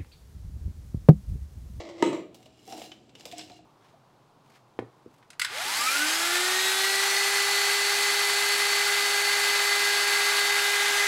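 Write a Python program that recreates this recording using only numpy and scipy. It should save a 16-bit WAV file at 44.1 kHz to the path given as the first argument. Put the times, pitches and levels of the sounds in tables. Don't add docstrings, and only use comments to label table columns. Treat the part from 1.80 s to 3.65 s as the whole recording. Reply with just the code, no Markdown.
import sys
import numpy as np
from scipy import signal
from scipy.fft import rfft, irfft, next_fast_len
from scipy.io import wavfile
from scipy.ndimage import uniform_filter1d, minimum_filter1d

SR = 44100
rng = np.random.default_rng(int(sys.argv[2]) if len(sys.argv) > 2 else 0)


def transcribe(signal):
    frames = np.atleast_2d(signal).T
    limited = np.clip(frames, -1, 1)
    pcm = np.round(limited * 32767).astype(np.int16)
    wavfile.write(sys.argv[1], SR, pcm)


N = 81585
KNOCK_S = 0.2252


def amp(db):
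    return 10 ** (np.asarray(db) / 20)


def unit(x):
    return x / np.sqrt(np.mean(x ** 2) + 1e-20)


def along(points, hz):
    freqs, values = np.transpose(points)
    return np.interp(np.log(hz + 1), np.log(freqs + 1), values)


def since(s):
    return np.maximum(np.arange(N) / SR - s, 0)


def curves(rows):
    times, *columns = np.transpose(rows)
    return [np.interp(since(0), times, column) for column in columns]


def filtered(x, response):
    size = next_fast_len(N + SR // 4)
    return irfft(rfft(x, size) * response(np.fft.rfftfreq(size, 1 / SR)), size)[:N]


def coloured(x, colour):
    return unit(filtered(x, lambda hz: amp(along(colour, hz))))


def noise(colour):
    return coloured(rng.standard_normal(N), colour)


def low_cut(x, hz):
    return signal.sosfilt(signal.butter(2, hz, "highpass", fs=SR, output="sos"), x)


def strike(s, attack, t60, hold=0):
    t = since(s)
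    return np.minimum(t / attack, 1) * amp(-60 * np.maximum(t - attack - hold, 0) / t60)


def tone(s, hz):
    return np.sin(2 * np.pi * hz * since(s))


def slips(colour, per_s=2500, spread_db=0.5):
    hits = rng.random(N) < per_s / SR
    sizes = rng.standard_normal(N) * amp(spread_db * rng.standard_normal(N))
    return coloured(hits * sizes, colour)


# (frequency [Hz], t60 [s])
ROOM_DECAY = [(150, 0.55), (400, 0.45), (1000, 0.28), (2800, 0.36), (7300, 0.26), (14000, 0.34)]


def room(x, wet_db, delay=0, build_s=0.004):
    hz, t, spectrum = signal.stft(rng.standard_normal(SR), SR, nperseg=256)
    decay = amp(-60 * t / along(ROOM_DECAY, hz)[:, None])
    tail = signal.istft(spectrum * decay, SR, nperseg=256)[1]
    tail *= 1 - np.exp(-since(delay)[:len(tail)] / build_s)
    return x + amp(wet_db) * signal.fftconvolve(x, tail / np.linalg.norm(tail))[:N]


# (frequency [Hz], level [dB])
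AIR_COLOUR = [(25, -23), (60, 3.5), (120, -5), (270, -3.5), (460, -11), (700, -19.5), (1000, -22.5),
              (1400, -24.5), (2000, -28.5), (2900, -23), (4400, -30), (6300, -37), (8000, -34), (9000, -47),
              (16000, -58)]


def room_tone():
    return amp(-58.5) * noise(AIR_COLOUR) + amp(-62) * tone(0, hz=121.7)


# (time [s], level [dB])
DRAG_LEVELS = [(0, -36), (.02, -46.5), (.045, -51.5), (.06, -46.5), (.086, -53.5), (.091, -41), (.125, -56),
               (.178, -52), (.186, -46), (.215, -47), (.23, -47), (.3, -100)]
# (frequency [Hz], level [dB])
SCRAPE_COLOUR = [(80, -8), (230, -17.5), (340, 3.5), (450, -4), (600, 0), (800, -9.5), (1100, -10),
                 (1550, -28.5), (2100, -7.5), (2450, -21.5), (2900, -16.5), (5500, -21), (8000, -29),
                 (9000, -42.5), (16000, -54)]


def cup_drag(groan_start_hz=652.4, fall_hz_per_s=700, hum_hz=337):
    level_db, = curves(DRAG_LEVELS)
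    groan_hz = groan_start_hz - fall_hz_per_s * np.minimum(since(0), KNOCK_S)
    flutter = noise([(10, 5.5), (30, -1), (120, -36), (400, -75)])
    groan = flutter * np.sin(2 * np.pi * np.cumsum(groan_hz) / SR)
    scrape = amp(level_db) * (slips(SCRAPE_COLOUR) + amp(-1) * groan)
    swell_db = 13 * np.minimum(since(KNOCK_S - 0.04) / 0.025, 1)
    waver_db = 2 * noise([(10, 3), (25, 6), (60, -81)])
    hum = amp(-46.5 + swell_db + waver_db) * tone(0, hum_hz)
    return room(scrape, wet_db=-4) + hum * strike(0, attack=0.0018, t60=0.023, hold=KNOCK_S)


# (frequency [Hz], boom level [dB], boom t60 [s], ring level [dB], ring t60 before settling [s])
KNOCK_MODES = [(143.2, -50, .04, -37.5, 0.68), (202, -20.5, 0.05, -41.5, 0.81),
               (273, -29, 0.016, -32, 0.15), (311.7, -11, 0.047, -22, 0.26),
               (338.7, -13, 0.026, -15.5, 0.46), (363, -12.5, 0.04, -22.5, 0.26),
               (372, -25, 0.022, -40, 0.23), (494, -23.5, 0.09, -26.5, 0.41),
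               (924, -11.5, 0.042, -25.5, 0.3), (1237, -24, 0.067, -34.5, 0.38),
               (1783, -35, 0.055, -52, 0.23), (2008, -27, 0.081, -38.5, 0.21),
               (2064, -24.5, 0.061, -44, 0.17), (2240, -35, .05, -47, 0.38), (2360, -37.5, .05, -58, 0.26),
               (2674, -33, 0.039, -43, 0.16), (2886, -33.5, .04, -44, 0.51), (3250, -49, .04, -44, 0.4),
               (3960, -31.5, 0.063, -61, 0.26)]
# (time [s], level [dB])
RIM_CONTACTS = [(0.091, -49), (0.185, -54), (0.2243, -16.5), (0.235, -25), (0.261, -26), (0.299, -37.5),
                (0.329, -26), (.372, -54)]
# (frequency [Hz], level [dB])
CRACK_COLOUR = [(60, -32), (110, -34), (170, -7), (350, 10), (600, 10.5), (800, -10), (1100, 0),
                (1550, -9.5), (2100, -5), (4000, -9.5), (4800, -17.5), (6500, -12.5), (8000, -8.5),
                (9000, -28.5), (16000, -39.5)]


def cup_knock(settle_s=0.41, settle_db_per_s=85):
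    boom = sum(amp(db) * tone(KNOCK_S, hz) * strike(KNOCK_S, attack=0.002, t60=t60, hold=0.0025)
               for hz, db, t60, _, _ in KNOCK_MODES)
    ring = sum(amp(db) * tone(KNOCK_S, hz) * strike(KNOCK_S, attack=0.019, t60=t60)
               for hz, _, _, db, t60 in KNOCK_MODES)
    contacts = sum(amp(db) * strike(s, attack=0.00046, t60=0.031) for s, db in RIM_CONTACTS)
    crack = noise(CRACK_COLOUR) * contacts
    damping = amp(-settle_db_per_s * since(settle_s))
    resonance = damping * (room(boom, wet_db=-6.5, delay=0.0292) + ring)
    return low_cut(resonance + room(crack, wet_db=2.5), hz=130)


# (time [s], hiss level [dB], body level [dB], fizz boost [dB])
RUB_LEVELS = [(.52, -88, -63, 5), (.57, -69, -63, 8), (.72, -73.5, -72, -3), (.86, -63, -67, 5),
              (.895, -53, -52, 5.5), (.98, -54, -52, 2), (1.045, -51.5, -56.5, 4), (1.09, -61.5, -57, -1),
              (1.15, -68, -67.5, -15), (1.34, -81.5, -68, 4), (1.39, -61.5, -62.5, -2),
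              (1.49, -62, -60.5, 3), (1.555, -62.5, -60, -14), (1.588, -43, -57, -12), (1.625, -59, -66, 0),
              (1.72, -61, -58, -10), (1.79, -67, -80, -9), (1.85, -107, -84, -11)]
# (frequency [Hz], half-width [Hz], boost [dB])
WALL_MODES = [(2198, 51, 9.5), (2305, 60, 8), (2820, 20, 10), (3050, 31, -7), (4044, 31, 9), (4960, 60, 1),
              (5080, 240, 2), (7160, 220, 1.5), (7440, 60, 10.5)]
# (frequency [Hz], level [dB])
FRICTION_COLOUR = [(300, -19), (1200, -27), (1600, -4.5), (2300, -5.5), (3000, 4.5), (4400, -0.5),
                   (5400, 2), (8000, -5.5), (9000, -8), (16000, -18)]
CUP_BODY_COLOUR = [(60, -19), (150, -4.5), (290, 4.5), (560, 2), (730, 6), (1000, -5.5), (1400, -13),
                   (4000, -34)]


def wall_rub(fizz_hz=9000):
    def wall(hz):
        return amp(sum(db / (1 + ((hz - centre) / width) ** 2) for centre, width, db in WALL_MODES))

    hiss_db, body_db, fizz_db = curves(RUB_LEVELS)
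    hiss = unit(filtered(slips(FRICTION_COLOUR), wall))
    fizz = filtered(hiss, lambda hz: 1 / (1 + (fizz_hz / (hz + 1)) ** 8))
    return amp(hiss_db) * (hiss + (amp(fizz_db) - 1) * fizz) + amp(body_db) * slips(CUP_BODY_COLOUR)


# (time [s], level [dB],
# ping pitch [Hz], ping [dB], body [dB], snap t60 [s], treble tilt [dB/octave], room send [dB])
RIM_TICKS = [(0.5447, -50, 3180, -6, -5.5, 0.076, 6, -5), (.627, -53.5, 2830, -8, -12, 0.033, 3, -1),
             (0.6578, -55.5, 2900, -1, 4, 0.078, 1.5, -5), (0.791, -61.5, 2880, 5, -12, 0.063, 5, 0),
             (0.8767, -47.5, 5570, -4.5, 1.5, 0.012, 8, -24), (0.9238, -38, 5710, -8, -1.5, 0.022, -10, 0),
             (0.9769, -45, 7600, -30, 4.5, 0.05, 8, 3.5), (1.0161, -44, 2996, 1.5, 1, 0.077, -5, -6.5),
             (1.117, -42, 3030, 2.5, -9, 0.056, -6, -6), (1.2932, -58, 2850, -13, -9, 0.066, -5, -14),
             (1.352, -45.5, 2943, 0, -6, 0.043, -1, -3.5), (1.397, -47.5, 5000, -24, -5, 0.037, -2, -4),
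             (1.4073, -45.5, 4900, -18, -25, .025, -2, -21),
             (1.454, -33.5, 2950, -35, -9.5, 0.017, 1.5, -0.5),
             (1.4602, -46.5, 6700, -15, -2, 0.032, 13, 0.5), (1.514, -42.5, 3480, -1, -12, 0.061, 1, -2.5),
             (1.523, -47, 2315, -3.5, -3, 0.038, 1, -1.5), (1.581, -39.5, 7850, 1, -24, 0.031, 11, -6),
             (1.593, -39, 5160, -5, -11.5, 0.039, -20, -1), (1.612, -42.5, 3580, -1.5, -11, 0.033, -9, -29),
             (1.6835, -69, 2850, -1, -17, .02, 7, -7), (1.698, -49.5, 2700, -13, 2.5, 0.032, -5, -10.5),
             (1.716, -55.5, 4070, 4, -14, 0.035, 2, 2), (1.765, -59.5, 2740, 3, -25, 0.07, 5, -14)]
# (frequency [Hz], level [dB])
SNAP_COLOUR = [(200, -5.5), (1350, -8.5), (2300, 0.5), (3300, 3), (5000, 0.5), (8000, -3.5), (9000, -10.5),
               (16000, -20.5)]


def rim_ticks(band_db=3, band_share=0.15):
    hiss, body_noise = noise(SNAP_COLOUR), noise(CUP_BODY_COLOUR)
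    direct, sent = np.zeros(N), np.zeros(N)
    for s, db, ping_hz, ping_db, body_db, t60, tilt_db, send_db in RIM_TICKS:
        def snap_response(hz):
            band = 1 + amp(ping_db + band_db) / (1 + ((hz / ping_hz - 1) / band_share) ** 2)
            return band * amp(tilt_db * np.log2(1 + (hz / ping_hz) ** 2) / 2)

        snap = unit(filtered(hiss, snap_response)) * strike(s, attack=0.00047, t60=t60)
        ping = amp(ping_db) * tone(s, ping_hz) * strike(s, attack=0.0017, t60=0.043)
        body = amp(body_db) * body_noise * strike(s, attack=0.0028, t60=0.034)
        tick = amp(db) * (snap + ping + body)
        direct += tick
        sent += amp(send_db) * tick
    reflections = room(sent, wet_db=-3.5) - sent
    return direct + reflections


# (time [s], level [dB], pitch [Hz], attack [s], t60 [s])
HOLLOW_TAPS = [(.662, -54, 635, 0.0028, 0.17), (.878, -42, 755, 0.006, 0.065),
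               (.905, -41.5, 761, 0.0052, 0.099), (.924, -38, 740, 0.0063, 0.087),
               (1.015, -43, 723, 0.0048, 0.042), (1.044, -45, 728, 0.0024, 0.043),
               (1.525, -37, 706, 0.012, 0.025), (1.583, -43, 702, 0.0057, 0.046),
               (1.711, -46.5, 711, 0.00099, 0.086), (1.791, -48, 710, 0.00033, 0.041)]


def hollow_taps(wall_hz=312.3):
    taps = np.zeros(N)
    for s, db, hz, attack, t60 in HOLLOW_TAPS:
        hollow = tone(s, hz) * strike(s, attack, t60, hold=0.0031)
        wall = amp(-10) * tone(s, wall_hz) * strike(s, attack, t60=0.23)
        taps += amp(db) * (hollow + wall)
    return taps


def limiter(x, limit_db=-7.5, release_db_per_s=23):
    over_db = np.maximum(20 * np.log10(np.abs(x) + 1e-9) - limit_db, 0)
    climb_db = release_db_per_s * since(0)
    gain_db = climb_db - np.maximum.accumulate(over_db + climb_db)
    held_db = minimum_filter1d(gain_db, size=45)
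    return x * amp(uniform_filter1d(held_db, size=45))


def scene():
    hands = rim_ticks() + room(wall_rub(), wet_db=-4) + room(hollow_taps(), wet_db=-5.5)
    table = cup_drag() + cup_knock()
    return (table + hands + room_tone())[None]


def record(dry):
    limited = limiter(low_cut(dry[0], hz=122))
    return filtered(limited, lambda hz: hz < 15900)[None]


dry = scene()
out = record(dry)
transcribe(out)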